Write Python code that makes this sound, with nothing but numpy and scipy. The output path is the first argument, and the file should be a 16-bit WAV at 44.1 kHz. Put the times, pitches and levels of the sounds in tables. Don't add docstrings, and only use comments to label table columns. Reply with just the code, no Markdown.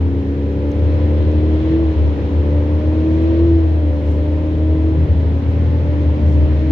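import sys
import numpy as np
from scipy import signal
from scipy.io import wavfile
from scipy.ndimage import uniform_filter1d

SR = 44100
rng = np.random.default_rng(int(sys.argv[2]) if len(sys.argv) > 2 else 0)


def transcribe(signal):
    frames = np.atleast_2d(signal).T
    limited = np.clip(frames, -1, 1)
    pcm = np.round(limited * 32767).astype(np.int16)
    wavfile.write(sys.argv[1], SR, pcm)


N = 295911
TIME_S = np.arange(N) / SR


def from_db(db):
    return 10 ** (np.asarray(db) / 20)


def unit_rms(x):
    return x / np.sqrt(np.mean(x ** 2) + 1e-20)


def in_time(rows, delay_s=0):
    time_s, *columns = np.transpose(rows)
    return [np.interp(TIME_S - delay_s, time_s, column) for column in columns]


def at_hz(rows, hz):
    freq_hz, values = np.transpose(rows)
    return np.interp(np.log(hz), np.log(freq_hz), values)


def butterworth(x, order, edge_hz, kind):
    return signal.sosfilt(signal.butter(order, edge_hz, kind, fs=SR, output="sos"), x)


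def drift(rate_hz):
    hop = 40
    pole = np.exp(-2 * np.pi * hop * rate_hz / SR)
    slow = signal.lfilter([1], [1, -2 * pole, pole * pole], rng.standard_normal(N // hop + 2002))[2000:]
    return np.interp(np.arange(N) / hop, np.arange(len(slow)), unit_rms(slow))


def to_ports(mid, hz, side):
    # freq_hz, left_minus_right_db
    balance = [(60, 1), (150, 2), (300, -0.1), (600, 0.3), (1460, 1.5), (2500, -2.5), (4200, -1),
               (7200, -2), (10000, 1.5), (14000, 1)]
    lead = from_db(at_hz(balance, hz) / 2)
    return np.array([lead * (mid + side), (mid - side) / lead])


def orders(base_hz, table, waver_hz, jitter_rad, side_db, colour=None):
    base_rad, out = 2 * np.pi * np.cumsum(base_hz) / SR, 0
    for multiple, level_db, waver_db in table:
        phase = multiple * base_rad + 2 * np.pi * rng.random() + jitter_rad * drift(waver_hz)
        colour_db = 0 if colour is None else at_hz(colour, multiple * base_hz)
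        gain = np.sqrt(2) * from_db(level_db + colour_db + waver_db * drift(waver_hz))
        side = from_db(side_db + 3 * drift(2.5)) * np.cos(phase)
        out = out + gain * to_ports(np.sin(phase), multiple * np.mean(base_hz), side)
    return out


def banded_noise(spectrum, flicker_db, flicker_hz):
    # freq_hz, correlation
    likeness = [(40, 1), (110, 1), (170, 0.57), (260, 0.85), (360, 0.67), (520, 0.94), (700, 0.2),
                (930, 0.21), (1400, -0.5), (1800, 0.1), (2300, 0.2), (3600, 0.2), (7200, -0.11)]
    out, common = 0, drift(1.6)
    octaves = np.log2(spectrum[-1][0] / spectrum[0][0])
    edges_hz = spectrum[0][0] * 2 ** np.arange(0, octaves + .2, 1 / 3)
    white = rng.standard_normal((2, 2, N))
    for k, (low_hz, high_hz) in enumerate(zip(edges_hz, edges_hz[1:])):
        mid, side = butterworth(white[k % 2], 2, [low_hz, high_hz], "band")
        hz = np.sqrt(low_hz * high_hz)
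        alike = np.clip(at_hz(likeness, hz), -1, 1)
        gain = from_db(at_hz(spectrum, hz) + flicker_db * (0.23 * common + drift(flicker_hz)))
        out = out + gain * to_ports(np.sqrt(1 + alike) * mid, hz, np.sqrt(1 - alike) * side)
    return unit_rms(out)


def engine(curve, table, jitter_rad, side_db):
    base_hz, level_db = in_time(curve)
    inside_s = np.minimum(TIME_S - curve[0][0], curve[-1][0] - TIME_S)
    running = np.clip(inside_s / 0.051 + 1, 0, 1)
    return running * from_db(level_db) * orders(base_hz, table, 11, jitter_rad, side_db)


def racing_v8(delay_s=0, firing_db=0, others_db=0, blur=1):
    # time_s, cycle_hz
    revs = [(0, 34.2), (.15, 34.2), (.58, 35.8), (1.25, 37.5), (1.58, 38.9), (1.81, 41.2), (1.96, 38.3),
            (2.07, 36.5), (2.17, 35.3), (2.28, 35.3), (2.71, 37.2), (2.97, 39.1), (3.46, 41.8),
            (3.57, 41.1), (3.77, 38.0), (3.92, 36.7), (4.09, 36.5), (4.43, 38.2), (4.8, 39.4), (4.93, 39.9),
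            (5.03, 38.2), (5.19, 34.3), (5.25, 34.1), (5.66, 35.8), (6.02, 37.0), (6.35, 37.5), (6.5, 38.1),
            (6.71, 39.3)]
    # pitch_hz, level_db
    pipe_8 = [(270, -24), (290, -24.5), (305, -21.5), (320, -16.5), (335, -11)]
    pipe_14 = [(470, -39), (515, -29.5), (545, -35), (580, -43)]
    pipe_16 = [(540, -42.5), (580, -36), (620, -38), (670, -41)]
    pipe_24 = [(810, -63), (870, -49.5), (930, -60.5), (1000, -63)]
    # multiple (rounded below), level_db, waver_db
    uneven_orders = [(3, 2, 1), (4, 2.5, 2), (5, 0.5, 2.5), (6, 5, 0.5), (7, -10, 5), (8.965, -5.5, -1.5),
                     (10, -3, 3), (11, -0.5, 3), (12, -1, 1), (13, -3.5, 2), (15, -16, 2), (23, -26, 2),
                     (26, -30.5, 2.5), (27, -22, 4.5), (28, -26.5, 4.5)]
    # time_s, level_db
    uneven_level = [(0, -34.5), (.8, -35), (1.3, -33), (1.75, -34), (2.3, -36), (3.4, -33.5), (3.7, -43),
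                    (4.0, -38.5), (4.8, -37), (5.8, -42), (6.71, -38)]
    # pitch_hz, gain_db
    pipe_uneven = [(100, -1.4), (250, -2.5), (330, 5), (400, -1), (460, 0), (520, -2.4), (580, -0.6),
                   (650, 10.5), (900, -0.6)]
    cycle_hz, = in_time(revs, delay_s)
    fall_hz_per_s = uniform_filter1d(np.maximum(-np.gradient(cycle_hz) * SR, 0), size=4000)
    firing_db_per_s, order_14_db_per_s = .6, .98

    firing = orders(8 * cycle_hz, [(1, 0, .9)], 8, .08 * blur, side_db=-15, colour=pipe_8)
    firing *= from_db(firing_db - .06 * fall_hz_per_s - firing_db_per_s * TIME_S)
    fringe = orders(8 * cycle_hz, [(1, firing_db - 35.5, 3)], waver_hz=9, jitter_rad=2.5, side_db=-12)
    upper = orders(14 * cycle_hz, [(1, 0, 1.3)], 7, .12 * blur, side_db=-20, colour=pipe_14)
    upper *= from_db(-order_14_db_per_s * TIME_S)
    upper += orders(16 * cycle_hz, [(1, 0, 1.8)], 7, .12 * blur, side_db=-20, colour=pipe_16)
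    upper += orders(24 * cycle_hz, [(1, 0, 2.5)], 4, .15 * blur, side_db=-10, colour=pipe_24)
    upper *= from_db(-.12 * fall_hz_per_s)
    whole = [(round(multiple), level_db, waver_db) for multiple, level_db, waver_db in uneven_orders]
    uneven = orders(cycle_hz, whole, 4, .28 * blur, side_db=-17.5, colour=pipe_uneven)
    uneven *= from_db(in_time(uneven_level, delay_s)[0] - .1 * fall_hz_per_s)
    return firing + fringe + from_db(others_db) * (upper + uneven)


def bank_echoes():
    # delay_s, firing_db, others_db, left_share (-1..1)
    reflections = [(.42, -23, -12.5, .8), (.25, -19, -14.5, -.7)]
    out = 0
    for delay_s, firing_db, others_db, left_share in reflections:
        echo = racing_v8(delay_s, firing_db, others_db, blur=6.6).mean(axis=0)
        side = left_share * butterworth(echo, 2, 380, "high")
        out = out + np.array([echo + side, echo - side])
    return out


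def booming_engine():
    # time_s, pitch_hz, level_db
    curve = [(0, 84.1, -13.5), (.19, 80.8, -19), (.33, 77.7, -21), (.56, 75.76, -19), (.76, 79.4, -17),
             (.92, 81.56, -14.5), (1.4, 79.4, -14.5), (1.8, 76.16, -16.5), (2.05, 75.8, -14.5),
             (2.3, 77.7, -16), (2.5, 79.64, -14), (2.73, 81.2, -16), (3.1, 79.3, -17), (3.55, 82.1, -13),
             (3.9, 78.7, -16.5), (4.1, 77.65, -15.5), (4.48, 81.8, -18), (4.86, 78.33, -13.5),
             (4.94, 78.65, -20), (5.03, 80.2, -9.5), (5.12, 79.25, -11), (5.19, 78.8, -14),
             (5.28, 79.5, -14), (5.44, 81.7, -14.5), (5.68, 82.5, -12), (5.86, 82, -15.5),
             (6.1, 78.3, -14.5), (6.3, 78, -12.5), (6.71, 75.26, -14.5)]
    # multiple, level_db, waver_db
    partials = [(0.501, -35.5, 0), (.67, -28.5, 3), (1, 0.5, 1.53), (1.332, -18, 2), (1.998, -24.5, 6)]
    # centre_s, depth_db, length_s
    troughs = [(.24, 6, 0.04), (0.725, 8.5, 0.049), (1.642, 7, 0.026), (1.941, 11.5, 0.032),
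               (2.184, 5, 0.11), (2.306, 10.5, 0.043), (3.057, 5, 0.053), (5.073, 18, 0.036),
               (5.144, 7, 0.023), (5.424, 5.5, 0.067), (5.585, 6, .03), (6.04, 2.5, .04),
               (6.186, 5.5, 0.089), (6.48, 7, 0.034)]
    loss_db = sum(depth_db * np.exp(-(2 * (TIME_S - centre_s) / length_s) ** 2)
                  for centre_s, depth_db, length_s in troughs)
    return from_db(-loss_db) * engine(curve, partials, jitter_rad=0.068, side_db=-19.5)


def exhaust_roar():
    # freq_hz, density_db
    spectrum = [(20, -31.5), (30, -28), (48, -14), (62, -15.5), (82, -1.5), (105, -3.5), (138, -14.5),
                (200, -17.5), (290, -18), (400, -17.5), (550, -19.5), (680, -23.5), (850, -22.5),
                (1100, -35), (1500, -49.5)]
    # time_s, level_db, low_extra_db
    envelope = [(0, -29, -1), (.55, -32.5, -1), (.95, -27.5, 2.5), (1.7, -27, -1.5), (2.8, -27, -1),
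                (3.6, -27.5, -3.5), (4.6, -28.5, -10.5), (5.2, -28, 1), (6.3, -28.5, -0.5),
                (6.71, -27.5, -12)]
    level_db, low_extra_db = in_time(envelope)
    noise = banded_noise(spectrum, flicker_db=1.07, flicker_hz=9.5)
    low = butterworth(noise, 2, 260, "low")
    high = -butterworth(noise, 2, 260, "high")
    return from_db(level_db) * (from_db(low_extra_db) * low + high)


def wake_wash():
    # freq_hz, density_db
    spectrum = [(530, -31.5), (900, -7.5), (1360, -6), (1890, -6), (2710, -12), (3390, -11.5), (4560, -24),
                (6240, -26.5), (7670, -65), (9970, -65.5), (16900, -120)]
    # time_s, level_db, upper_extra_db
    envelope = [(0.03, -42.5, -1), (0.05, -44, -0.5), (0.64, -43.5, -0.7), (0.94, -40.5, 0.4),
                (1.4, -42, 3), (1.46, -41.5, 0.5), (1.73, -40, 3.5), (1.79, -41.5, 0.9),
                (3.03, -41.5, -0.2), (3.33, -40, 1.5), (3.77, -43.5, 0.6), (5.42, -42.5, 0.2),
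                (5.49, -41.5, -1), (6.68, -40.5, 0.4)]
    level_db, upper_extra_db = in_time(envelope)
    water = banded_noise(spectrum, flicker_db=0.63, flicker_hz=12)
    water = signal.sosfilt(signal.cheby2(6, 30, 7900, fs=SR, output="sos"), water)
    upper = butterworth(water, 1, [2800, 4300], "band")
    return from_db(level_db) * (water + (from_db(upper_extra_db) - 1) * upper)


def ticks():
    # start_s, level_db
    hits = [(0.7173, -42.5), (1.3146, -52.5)]
    # pitch_hz, gain_db, t60_s
    modes = [(6200, 3, 0.0065), (5300, -6, .008), (8800, -32, .006), (13500, -9.5, .004)]
    clicks, out = np.full(N, 1e-18), 0
    for start_s, level_db in hits:
        clicks[round(start_s * SR)] = from_db(level_db)
    for pitch_hz, gain_db, t60_s in modes:
        radius, step_rad = from_db(-60 / (t60_s * SR)), 2 * np.pi * pitch_hz / SR
        feedback = [1, -2 * radius * np.cos(step_rad), radius * radius]
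        out = out + signal.lfilter([0, from_db(gain_db) * np.sin(step_rad)], feedback, clicks)
    return out


def rustles():
    # centre_s, length_s, body_db, top_db
    swells = [(2.539, 0.028, -75, -70), (3.15, .12, -64, -72), (3.23, .03, -59, -66),
              (3.962, .02, -73.5, -77), (4.115, 0.14, -61.5, -67), (5.378, 0.058, -73, -76),
              (5.51, 0.053, -66, -68), (6.321, .11, -57, -70.5)]
    body, top = 0, 0
    for centre_s, length_s, body_db, top_db in swells:
        swell = np.exp(-(2 * (TIME_S - centre_s) / length_s) ** 2)
        body += from_db(body_db) * swell
        top += from_db(top_db) * swell
    body_noise = banded_noise([(5000, 3.5), (6500, -0.5), (7500, -6)], flicker_db=2.5, flicker_hz=30)
    top_noise = banded_noise([(8000, 0), (12000, -2), (17000, 1.5)], flicker_db=0.5, flicker_hz=30)
    return body * body_noise + top * top_noise


def far_boat():
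    # time_s, base_hz, level_db
    curve = [(2.6, 243.8, -48), (2.9, 249, -36), (3.2, 254.4, -32.5), (3.6, 264.8, -42), (4.1, 269.8, -36),
             (4.6, 274.5, -33.5), (5.0, 274.8, -29), (5.2, 276.4, -48.5)]
    return engine(curve, [(0.99, 0.002, 0.88)], jitter_rad=0.057, side_db=-14.5)


def revving_engine():
    # time_s, pitch_hz, level_db
    curve = [(4.2, 51.85, -42), (4.6, 58.25, -36), (4.8, 67.98, -40), (5.02, 82.15, -20), (5.19, 99.7, -34),
             (5.31, 110.1, -31), (5.57, 119.4, -30), (5.9, 125.8, -33), (6.12, 129, -33),
             (6.33, 134.5, -29.5), (6.71, 138.4, -31.5)]
    # multiple, level_db, waver_db
    partials = [(.875, -8.5, 3), (1, 4.5, 0), (1.126, -11, 4), (1.25, -14, 4.5), (1.376, -4, 3),
                (1.5, -10.5, 4), (1.625, -9, 3.5), (1.75, -10.5, 6.5), (2, -4, 5.5)]
    return engine(curve, partials, jitter_rad=.3, side_db=-18.5)


def scene():
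    boats = racing_v8() + bank_echoes() + booming_engine() + revving_engine() + far_boat()
    return boats + exhaust_roar() + wake_wash() + rustles() + ticks()


def record(dry):
    # freq_hz, density_db
    spectrum = [(5500, 6), (7800, 1.5), (9000, -3), (11500, -2.5), (13000, 1), (15500, -6.5), (20000, 0)]
    hiss_db, cutoff_hz = -69, 15700
    hiss = from_db(hiss_db) * banded_noise(spectrum, flicker_db=.5, flicker_hz=4)
    rounded = 1.3 * np.tanh(dry / 1.3)
    fade = np.minimum(TIME_S / .01, 1)
    top_cut = signal.ellip(12, .3, 70, cutoff_hz, fs=SR, output="sos")
    return signal.sosfilt(top_cut, fade * (rounded + hiss))


dry = scene()
out = record(dry)
transcribe(out)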